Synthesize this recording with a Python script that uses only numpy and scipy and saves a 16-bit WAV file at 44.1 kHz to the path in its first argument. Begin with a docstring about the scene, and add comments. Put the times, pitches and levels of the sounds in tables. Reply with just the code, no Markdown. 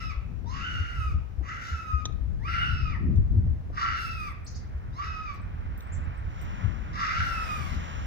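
"""A fox screams seven times in an outdoor pen: each call rises, breaks into a rasp, clears and falls away.
Its vocal folds pass between a clean whistle and chaotic flapping.
The fox screams from the left, and nearby walls answer from both sides.
Air and handling rumble on the microphone while distant traffic swells on the right.
Around the screams come dull knocks, a few dry taps, the ticking collar tag and a small bird's chips."""
import sys
import numpy as np
from scipy import signal
from scipy.fft import rfft, irfft, next_fast_len
from scipy.io import wavfile
from scipy.ndimage import uniform_filter1d, map_coordinates

SR = 44100
rng = np.random.default_rng(int(sys.argv[2]) if len(sys.argv) > 2 else 0)


def to_wav(sig):
    """Store sig (one row per channel, or 1-D mono) as 16-bit WAV at the path in sys.argv[1].

    Samples outside -1..1 are clipped; the rate is SR.
    """
    pcm = np.clip(np.atleast_2d(sig), -1, 1) * 32767
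    pcm = np.round(pcm).astype(np.int16)
    wavfile.write(sys.argv[1], SR, pcm.T)  # frames by channels


N = 355446
T = np.arange(N) / SR


def amp(db):
    """Decibels to gain."""
    return np.exp(np.asarray(db) * (np.log(10) / 20))


def unit(x):
    """Scale to rms 1."""
    return x / np.sqrt(np.mean(x ** 2) + 1e-20)


def steady(x):
    """Hold the running rms at 1."""
    return x / np.sqrt(np.abs(uniform_filter1d(x * x, size=1300)) + 1e-9)


def along(points, hz):
    """Read (freq_hz, value) points on a log frequency axis."""
    freqs, values = np.transpose(points)
    return np.interp(np.log(hz + 1), np.log(freqs + 1), values)


def curves(rows):
    """An automation curve for each column after the time."""
    times, *columns = np.transpose(rows)
    return [np.interp(T, times, column) for column in columns]


def wobble(rate):
    """A smooth random curve of rms 1, with rate knots a second."""
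    knots = rng.standard_normal(int(N * rate / SR) + 4)
    fine = np.arange(0, len(knots) - 1, .125)
    return unit(np.interp(T * rate, fine, map_coordinates(knots, [fine])))


def filtered(x, response):
    """Filter x by a function of frequency."""
    size = next_fast_len(N + SR // 2)
    return irfft(rfft(x, size) * response(np.fft.rfftfreq(size, 1 / SR)), size)[..., :N]


def eq(x, spectrum):
    """Colour x with (freq_hz, gain_db) points."""
    return filtered(x, lambda hz: amp(along(spectrum, hz)))


def noise(spectrum, count=2):
    """Unrelated coloured noises of rms 1."""
    return unit(eq(rng.standard_normal((count, N)), spectrum))


def resonance(x, centre_hz, width_hz):
    """A resonance whose centre moves from sample to sample."""
    turn = np.exp(2j * np.pi * np.cumsum(centre_hz) / SR)
    pole = np.exp(-np.pi * width_hz / SR)
    return 2 * np.real(turn * signal.lfilter([1 - pole], [1, -pole], x / turn))


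def add(track, start_s, sound):
    """Mix a short sound into the track."""
    part = track[..., round(start_s * SR):][..., :len(sound)]
    part += sound[:part.shape[-1]]


def bursts(rows, t60_s, spectrum):
    """A decaying burst of coloured noise for each (start_s, level_db) row."""
    blows, t = np.zeros(N), np.arange(SR // 4) / SR
    for start_s, level_db, *_ in rows:
        add(blows, start_s, amp(level_db - 60 * t / t60_s) * rng.standard_normal(len(t)))
    return eq(blows, spectrum)


def placed(x, lead_ms):
    """Pan by arrival time: the left microphone is reached earlier by lead_ms."""
    return filtered(x, lambda hz: np.exp(1j * np.pi * hz * lead_ms / 1000 * np.array([[1], [-1]])))


def effort():
    """The screams scoop up, strain, clear, sag and drop: their contours, mouth shapes and gate."""
    # one contour per scream: time_s, pitch_hz, level_db, roughness (0-1), second_harmonic_db, edge_db
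    screams = [
        [(0, 1295, -38.5, 0.56, 0, -14.5), (0.09, 1282, -40.5, 0.1, 0, -14), (0.112, 1122, -43, 0.5, 0, -9),
         (0.14, 944, -60, 0.5, -2, -16)],
        [(0.455, 885, -45, 0, -27, -21), (0.495, 1036, -37, 0.15, -27, -18),
         (0.52, 1075, -39, 0.39, -22, -16.5), (0.57, 1145, -36.5, 0.77, -16, -17),
         (0.65, 1480, -37, 0.6, -6.5, -19.5), (0.74, 1415, -34.5, 0.6, -6.5, -22),
         (0.92, 1409, -42, 0.71, -10, -20.5), (1.01, 1289, -34.5, 0.29, -20, -24),
         (1.085, 1234, -43, 0.23, -5.5, -20), (1.13, 1047, -54, 0.5, -4, -10)],
        [(1.425, 1005, -48, 0.51, -14, -23.5), (1.49, 1253, -37.5, 0.97, -9, -18.5),
         (1.58, 1380, -40.5, 0.98, -4, -17.5), (1.67, 1411, -38.5, 0.74, -22, -12.5),
         (1.76, 1314, -37, 0.37, -18, -18.5), (1.85, 1262, -44, 0.4, -9, -20),
         (1.91, 1258, -30.5, 0.12, -14.5, -30), (2.0, 1240, -39, 0.23, -12, -24.5),
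         (2.03, 1132, -51, 0.42, -3, -15)],
        [(2.395, 810, -59, 0.09, 3, -18), (2.425, 944, -52, 0.13, 2, -18), (2.452, 1180, -38, 0.18, -11, -20),
         (2.475, 1279, -33, 0.66, -13, -18), (2.53, 1397, -31.5, 0.84, -15, -16.5),
         (2.62, 1459, -30, 0.77, -7.5, -21), (2.72, 1341, -34.5, 0.38, -2, -17.5),
         (2.85, 1266, -38.5, 0.32, -7.5, -15.5), (2.92, 1179, -36.5, 0.5, -2, -21.5),
         (2.965, 880, -50, 0.51, 8, -20.5)],
        [(3.725, 950, -52, 0.8, -25, -16), (3.79, 1217, -29.5, 0.92, -23, -13),
         (3.87, 1301, -26, 0.89, -22, -20.5), (3.97, 1397, -29, 0.75, -7, -18.5),
         (4.04, 1339, -33.5, 0.46, -5.5, -14.5), (4.18, 1273, -39.5, 0.38, -0.5, -15),
         (4.28, 1159, -34, 0.38, -8.5, -19), (4.33, 901, -50, 0.52, 8, -29)],
        [(4.925, 915, -57, 0.07, -12, -7), (4.965, 1050, -39, 0.12, -12, -18), (5.0, 1170, -30, 0.42, -22, -24),
         (5.055, 1327, -32.5, 0.66, -12.5, -16), (5.11, 1288, -35.5, 0.38, -5, -19),
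         (5.24, 1254, -39.5, 0.27, -10, -19), (5.31, 1148, -37.5, 0.44, -7.5, -20.5),
         (5.38, 940, -50, 0.35, 14, -16)],
        [(6.93, 950, -45.5, 0.82, -1, -9), (7.0, 1139, -29, 0.93, -15, -13.5), (7.08, 1231, -30, 0.94, -9, -13),
         (7.17, 1407, -30, 0.93, -11, -14), (7.26, 1418, -29.5, 0.72, -14, -15.5),
         (7.35, 1318, -35, 0.39, -3.5, -14), (7.52, 1237, -35, 0.4, -8.5, -17.5),
         (7.66, 1110, -40.5, 0.36, -3, -15), (7.76, 923, -45.5, 0.43, 7, -8)],
    ]
    # one mouth shape per scream: second_formant_db, third_formant_db, edge_top_db, snarl_db
    mouth_shapes = [(-0.5, 2.5, -2, -4), (-2.5, 4, 5, 6.5), (-1.5, -1, 6.5, -4), (-1.5, 2, -7.5, 4),
                    (-3, -5, -3, 3.5), (-3.5, -3, -1, -2), (-0.5, -4, -3, -2.5)]
    fade_s = 0.0036
    starts, ends = np.array([(rows[0][0], rows[-1][0]) for rows in screams]).T
    current = np.maximum(np.searchsorted(starts, T) - 1, 0)
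    gate = np.clip(np.minimum(T - starts[current], ends[current] - T) / fade_s, 0, 1)
    return curves(np.concatenate(screams)), np.array(mouth_shapes)[current].T, gate


def puffs(phase):
    """Each opening of the vocal folds lets out a puff of random strength."""
    return (1 + 1.6 * np.cos(phase)) * rng.standard_normal(N) * amp(1.4 * wobble(420))


def harmonics(phase, partials):
    """A stack of (harmonic, level_db) partials, each wavering in strength on its own."""
    return sum(amp(db + 2 * wobble(25)) * np.sin(k * phase) for k, db in partials)


def throat(x, gains_db, strain_hz):
    """Three formants rise and sink with the pitch, each flaring and dropping out on its own."""
    # resonances at full strain: centre_hz, width_hz, level_db, pitch_tracking (Hz per Hz)
    formants = [(1369, 87, 2.5, 0.45), (2070, 265, -7.5, 0.42), (2890, 260, -13.5, 0.39)]
    # the short muzzle radiates little outside the formants: freq_hz, gain_db
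    passband = [(400, -32), (750, -18), (1040, -21), (1190, 0), (2980, 0), (3250, -14), (7000, -30)]
    voiced = np.zeros(N)
    for k, (centre_hz, width_hz, level_db, tracking) in enumerate(formants):
        strength = amp(level_db + gains_db[k] + 2 * wobble(60))
        voiced += (-1) ** k * strength * resonance(x, centre_hz + tracking * strain_hz, width_hz)
    return unit(eq(voiced, passband))


def whistle(phase, doubling, second_db):
    """The clean voice: two harmonics that swell and falter."""
    # how well the muzzle radiates the whistle: freq_hz, gain_db
    muzzle = [(850, 3), (1050, -6.5), (1200, 0), (1500, 1.5), (2000, -2.5), (2500, -3), (2850, -0.5)]
    tone = doubling * harmonics(phase, [(1, 0), (2, second_db)])
    tone = steady(filtered(tone, lambda hz: np.clip((hz - 600) / 400, 0, 1)))
    return eq(tone, muzzle) * amp(3.3 * wobble(22) - 1.2)


def shrill_edge(phase, doubling, rough, strain_hz, snarl_db, top_db):
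    """The upper harmonics blur into a snarl sooner than the low ones turn to rasp."""
    # upper partials: harmonic, level_db
    partials = [(3, -3), (4, 1), (5, -4), (6, -2)]
    # the mouth's treble colour: freq_hz, gain_db
    mouth = [(2900, -29.5), (3400, 3), (3900, -1.5), (4650, -1.5), (5200, 0.5), (5900, 0), (6700, -7.5),
             (7600, -17.5), (9000, -64.5)]
    blur = np.tanh(1.5 * rough)
    air = puffs(phase)
    snarl_hz = 4540 - 1.2 * strain_hz  # sinks as the pitch rises
    snarl = air + amp(snarl_db) * resonance(air, snarl_hz, width_hz=300)
    tone = steady(eq(doubling * harmonics(phase, partials), mouth))
    edge = np.sqrt(1 - blur) * tone + np.sqrt(blur) * unit(eq(snarl, mouth))
    top = filtered(edge, lambda hz: .5 + .5 * np.tanh((hz - 5960) / 400))
    return edge + (amp(top_db) - 1) * top  # high shelf


def jaw_hiss(phase, edge_level_db):
    """Air through the open jaws: a very faint hiss far under the shrill edge, swelling in short breaths."""
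    # breaths: centre_s, half_width_s, level_db
    breaths = [(0.0, 0.11, -77.5), (.75, 0.054, -76), (1.02, 0.099, -71.5), (1.66, 0.075, -75),
               (1.88, .09, -78), (2.62, 0.1, -72), (4.04, 0.038, -62.5), (4.22, .09, -67),
               (7.29, 0.05, -68), (7.52, 0.15, -62.5)]
    # hiss colour: freq_hz, gain_db
    colour = [(7000, -36.5), (8000, -2), (8700, -3.5), (9700, -8.5), (10600, -10.5), (11800, -7.5),
              (14000, -6), (15800, -23.5)]
    surges = sum(amp(db) * np.exp(-.5 * ((T - s) / half_s) ** 2) for s, half_s, db in breaths)
    return (amp(edge_level_db - 30.5) + surges) * unit(eq(puffs(phase), colour))


def fox():
    """Vocal folds pass between a clean whistle and chaotic flapping."""
    contour, mouth_shape, gate = effort()
    pitch_hz, voice_db, rough, second_db, edge_db = contour
    middle_db, third_db, top_db, snarl_db = mouth_shape
    strain_hz = pitch_hz - 1392  # zero at full strain, the height of a scream
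    # rough folds lose their pitch from one cycle to the next
    jitter = rough ** 2.6 * (.05 * wobble(500) + .04 * wobble(70)) + .003 * wobble(35)
    # the strained voice breaks back and forth between two nearby pitches
    breaks = .03 * rough ** 2 * np.tanh(4 * wobble(30))
    phase = 2 * np.pi * np.cumsum(pitch_hz * (1 + jitter + breaks)) / SR
    # alternate cycles grow unequal, which puts bands halfway between the harmonics
    doubling = 1 + .4 * rough ** 2 * np.cos(phase / 2 + 1.5 * wobble(250))
    rasp = throat(puffs(phase), (0, middle_db, third_db), strain_hz)
    clean = whistle(phase, doubling, second_db)
    chaos = rough ** 2.4
    body = amp(-0.5) * np.sqrt(1 - chaos) * clean + amp(-2) * np.sqrt(chaos) * rasp
    edge = shrill_edge(phase, doubling, rough, strain_hz, snarl_db, top_db)
    hiss = jaw_hiss(phase, voice_db + edge_db)
    rattle = amp(1.4 * rough * wobble(170))
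    voice = amp(voice_db - 2.44) * body + amp(voice_db + edge_db - 4) * edge + hiss
    return voice * rattle * gate


def pen(x, lead_ms, wet_db, send_db=0):
    """Direct sound, reflections scattered by fences and walls, and a thin outdoor tail."""
    # decay of the tail: freq_hz, t60_s
    decay = [(300, 0.047), (1400, 0.55), (2600, 0.64), (6000, 0.27), (12000, 0.058)]
    # reflections from ground and walls: delay_s, level_db
    echoes = [(0.015, -14), (0.112, -26.5), (0.219, -33)]
    hz, t, bands = signal.stft(rng.standard_normal((2, SR)), SR, nperseg=256)
    _, tail = signal.istft(bands * amp(-60 * t / along(decay, hz)[:, None]), SR, nperseg=256)
    tail *= amp(wet_db) / np.linalg.norm(tail[0])
    for delay_s, level_db in echoes:
        scatter = rng.standard_normal((2, 256)) * np.hanning(256)
        start = round(delay_s * SR)
        tail[:, start:start + 256] += amp(level_db + wet_db + 5.5) * scatter / np.linalg.norm(scatter[0])
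    wet = signal.fftconvolve((x * amp(send_db))[None], tail, axes=1)[:, :N]
    return placed(x, lead_ms) + wet


def mic_rumble():
    """Moving air and the hand shake the microphone, with a few strong buffets and short low bumps."""
    # the bed of moving air: time_s, deep_db, flutter_db
    bed = [(0.0, -41.5, -56), (0.61, -44.5, -49.5), (1.03, -39.5, -58), (1.19, -42.5, -57.5),
           (1.75, -46.5, -54), (2.15, -38, -51.5), (2.49, -37.5, -51.5), (3.3, -32.5, -48.5),
           (3.77, -43, -53.5), (4.98, -42.5, -55.5), (5.27, -43, -53), (5.46, -41.5, -53.5),
           (6.37, -38.5, -52.5), (6.58, -38.5, -48.5), (6.96, -45, -51.5), (7.23, -35, -48),
           (7.45, -39.5, -49), (8.06, -39.5, -48)]
    # strong buffets: centre_s, half_width_s, deep_db, flutter_db
    buffets = [(0.808, 0.045, -37, -48), (1.138, 0.054, -29.5, -47), (3.094, 0.068, -36, -31),
               (3.197, 0.02, -22, -39.5), (3.365, 0.046, -26, -35), (3.49, 0.052, -23.5, -44.5),
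               (4.191, 0.044, -39, -77), (7.661, 0.083, -48.5, -52)]
    # low bumps: start_s, level_db, pitch_hz
    thumps = [(.167, -16, 56.7), (0.801, -14, 88.5), (0.958, -17.5, 67.8), (1.044, -17.5, 62),
              (1.381, -15, 64.8), (1.717, -15.5, 74.1), (1.932, -10, 69), (2.21, -13, 59.5),
              (2.829, -14, 60.8), (3.19, -10, 87), (3.359, -3.5, 94.2), (4.746, -15.5, 67.93),
              (5.075, -21, 72.6), (6.248, -16, 53), (6.634, -15.5, 104.4), (7.185, -13.5, 73.76),
              (7.6, -23.5, 125.7), (7.961, -35, 105)]
    # which side rumbles more: time_s, left_minus_right_db
    sway = [(0.0, 3.5), (0.45, 13), (0.99, -5), (1.41, 13.5), (1.66, -4.5), (2.06, 15.5), (2.56, 5.5),
            (6.37, -4.5), (6.73, 16.5), (6.93, -2), (7.88, 8), (8.06, -2)]
    # colours of the deep rumble and the flutter above it: freq_hz, gain_db
    deep_colour = [(12, -37.5), (20, -5), (53, 6), (81, 7), (101, 2.5), (140, -6), (200, -33.5), (260, -58),
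                   (440, -120)]
    flutter_colour = [(90, -15), (160, 3.5), (230, -4), (320, -10.5), (500, -29), (900, -51.5), (2000, -97)]
    deep_db, flutter_db = curves(bed)
    sway_db, = curves(sway)
    gust_db = 2 * wobble(12)
    deep, flutter = amp(deep_db + 5 + gust_db), amp(flutter_db + 3.5 + gust_db)
    for centre_s, half_s, push_db, puff_db in buffets:
        swell = np.hanning(round(4 * half_s * SR))
        add(deep, centre_s - 2 * half_s, amp(push_db) * swell)
        add(flutter, centre_s - 2 * half_s, amp(puff_db) * swell)
    bumps, t, rise_s = np.zeros(N), np.arange(SR // 6) / SR, 0.013
    envelope = t / rise_s * np.exp(1 - t / rise_s)
    for start_s, level_db, pitch_hz in thumps:
        add(bumps, start_s, amp(level_db - 9) * envelope * np.sin(2 * np.pi * pitch_hz * t))
    air = amp(-0.5) * (deep * noise(deep_colour, count=3) + flutter * noise(flutter_colour, count=3))
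    sides, centre = air[:2], air[2]
    return (sides + 0.5 * centre + bumps) * amp([sway_db / 2, -sway_db / 2])


def traffic():
    """Tyre noise from a road off to the right swells and brightens."""
    # the swell of the road: time_s, roar_db, sizzle_db
    swell = [(0, -69.5, -75.5), (3.5, -68, -82.5), (4.7, -58.5, -89), (6.15, -50.5, -82),
             (6.4, -48.5, -59.5), (6.62, -45, -61), (6.88, -50.5, -66.5), (7.5, -41.5, -51.5),
             (8.06, -46, -55)]
    # colours of the tyres' roar and sizzle: freq_hz, gain_db
    roar_colour = [(200, -31.5), (450, -4), (750, 2), (1000, 3.5), (1400, 2.5), (1800, -0.5), (2250, -3),
                   (2700, -7.5), (3500, -20), (5500, -26.5), (9000, -55.5), (15500, -55)]
    sizzle_colour = [(1800, -35), (2800, 9.5), (3400, 0), (4500, -7.5), (5600, -1.5), (6800, -5.5),
                     (9000, -30.5), (15500, -21)]
    roar_db, sizzle_db = curves(swell)
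    roar = amp(roar_db + wobble(9)) * noise(roar_colour, count=3)
    tyres = roar + amp(sizzle_db) * noise(sizzle_colour, count=3)
    return placed(tyres[2], lead_ms=-0.543) + .5 * tyres[:2]


def still_air():
    """A faint, even outdoor hush."""
    # colour of the hush: freq_hz, gain_db
    colour = [(150, -8.5), (400, -2.5), (700, -6), (1100, -11.5), (2000, -17), (3500, -27), (6000, -30.5),
              (8000, -40), (15500, -38)]
    return amp(-57) * noise(colour)


def knocks():
    """Dull, short knocks with no ring."""
    # soft blows: start_s, level_db
    hits = [(0.444, -44.5), (1.409, -43), (2.095, -46.5), (3.466, -45.5), (3.701, -43.5)]
    # their dull body: freq_hz, gain_db
    body = [(120, -3.5), (330, 6.5), (700, -3.5), (1500, -33), (4000, -44.5), (9000, -59.5)]
    return amp(14) * bursts(hits, t60_s=0.092, spectrum=body)


def taps():
    """A hard, dry tap and its bounce; later a faint tick, and another faint tick of the collar tag."""
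    # hard blows: start_s, level_db
    hits = [(2.0549, -22.5), (2.1256, -54), (3.16, -53.5), (5.807, -52)]
    # their bright body: freq_hz, gain_db
    body = [(300, -14.5), (900, -20), (1500, -17), (2600, -44), (3300, -10.5), (3650, -1.5), (4050, -6),
            (4400, -21), (5400, -19.5), (6300, -5.5), (6900, -22.5), (8000, -44), (12000, -56)]
    return amp(17) * bursts(hits, t60_s=0.023, spectrum=body)


def collar_tag():
    """The collar tag clicks against its ring, with a bright splash and a faint tinkle."""
    # contacts: start_s, click_db, ring_db
    hits = [(4.448, -55, -49.5), (4.516, -54, -68), (5.342, -54.5, -62), (5.415, -69, -62),
            (5.778, -39.5, -60), (5.806, -44, -66.5), (5.823, -77.5, -57), (5.871, -81, -62),
            (6.175, -64, -57.5), (6.415, -42.5, -52)]
    # the tag's ringing modes: pitch_hz, level_db, t60_s
    modes = [(8050, 7, 0.076), (7820, -6, 0.22)]
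    # the splash of its dense high modes: freq_hz, gain_db
    splash = [(4000, -32), (9000, -42), (12000, -13), (14800, 12.5), (15800, -16.5)]
    track, t = np.zeros(N), np.arange(SR // 4) / SR
    for start_s, click_db, ring_db in hits:
        click = .4 * amp(-60 * t / .004) * np.diff(rng.standard_normal(len(t) + 1))
        ring = sum(amp(db + rng.normal(0, 0.91) - 60 * t / t60_s) * np.sin(2 * np.pi * hz * t)
                   for hz, db, t60_s in modes)
        add(track, start_s, amp(click_db) * click + amp(ring_db - 10) * ring)
    return track + amp(-14) * bursts(hits, t60_s=.15, spectrum=splash)


def bird():
    """A small bird chips in quick sweeps up and down, three scratchy and one pure."""
    # chips: start_s, length_s, first_hz, top_hz, last_hz, level_db, pitch_scatter (relative)
    chips = [(4.46, 0.024, 3730, 6780, 4050, -50, 0.044), (4.499, .013, 5380, 6690, 5060, -56, 0.04),
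             (4.543, .026, 3950, 6530, 3720, -53, 0.055), (5.92, 0.024, 6920, 7730, 5070, -51.5, 0.0034)]
    song = np.zeros(N)
    for start_s, length_s, first_hz, top_hz, last_hz, level_db, scatter in chips:
        progress = np.linspace(0, 1, round(length_s * SR))
        scratch = np.interp(progress * length_s * 2500, np.arange(256), rng.standard_normal(256))
        sweep_hz = np.interp(progress, [0, .75, 1], [first_hz, top_hz, last_hz])
        pitch_hz = sweep_hz * (1 + 2 * scatter * scratch)
        arch = amp(level_db - 6.5 * (2 * progress - 1) ** 2)
        envelope = arch * signal.windows.tukey(len(progress), .2)
        add(song, start_s, envelope * np.sin(2 * np.pi * np.cumsum(pitch_hz) / SR))
    return song


def scene():
    """The fox on the left, small sounds close and fairly dry, the bird mostly reverb, over the beds."""
    small_sounds = pen(taps() + collar_tag(), lead_ms=0.087, wet_db=-23.5) + knocks()
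    # the first scream rings on strongly; later screams echo a little less: time_s, send_db
    echo_send = [(0, 6), (0.08, -2.5), (0.12, 0), (2, -1.5), (4, -3.5), (8, -1.5)]
    screams = pen(fox(), lead_ms=0.4497, wet_db=-1.5, send_db=curves(echo_send)[0])
    chips = pen(bird(), lead_ms=0, wet_db=5)
    return screams + chips + small_sounds + mic_rumble() + traffic() + still_air()


def record(dry):
    """A brick-wall low-pass takes off the very top."""
    return filtered(dry, lambda hz: hz < 15800)


dry = scene()
out = record(dry)
to_wav(out)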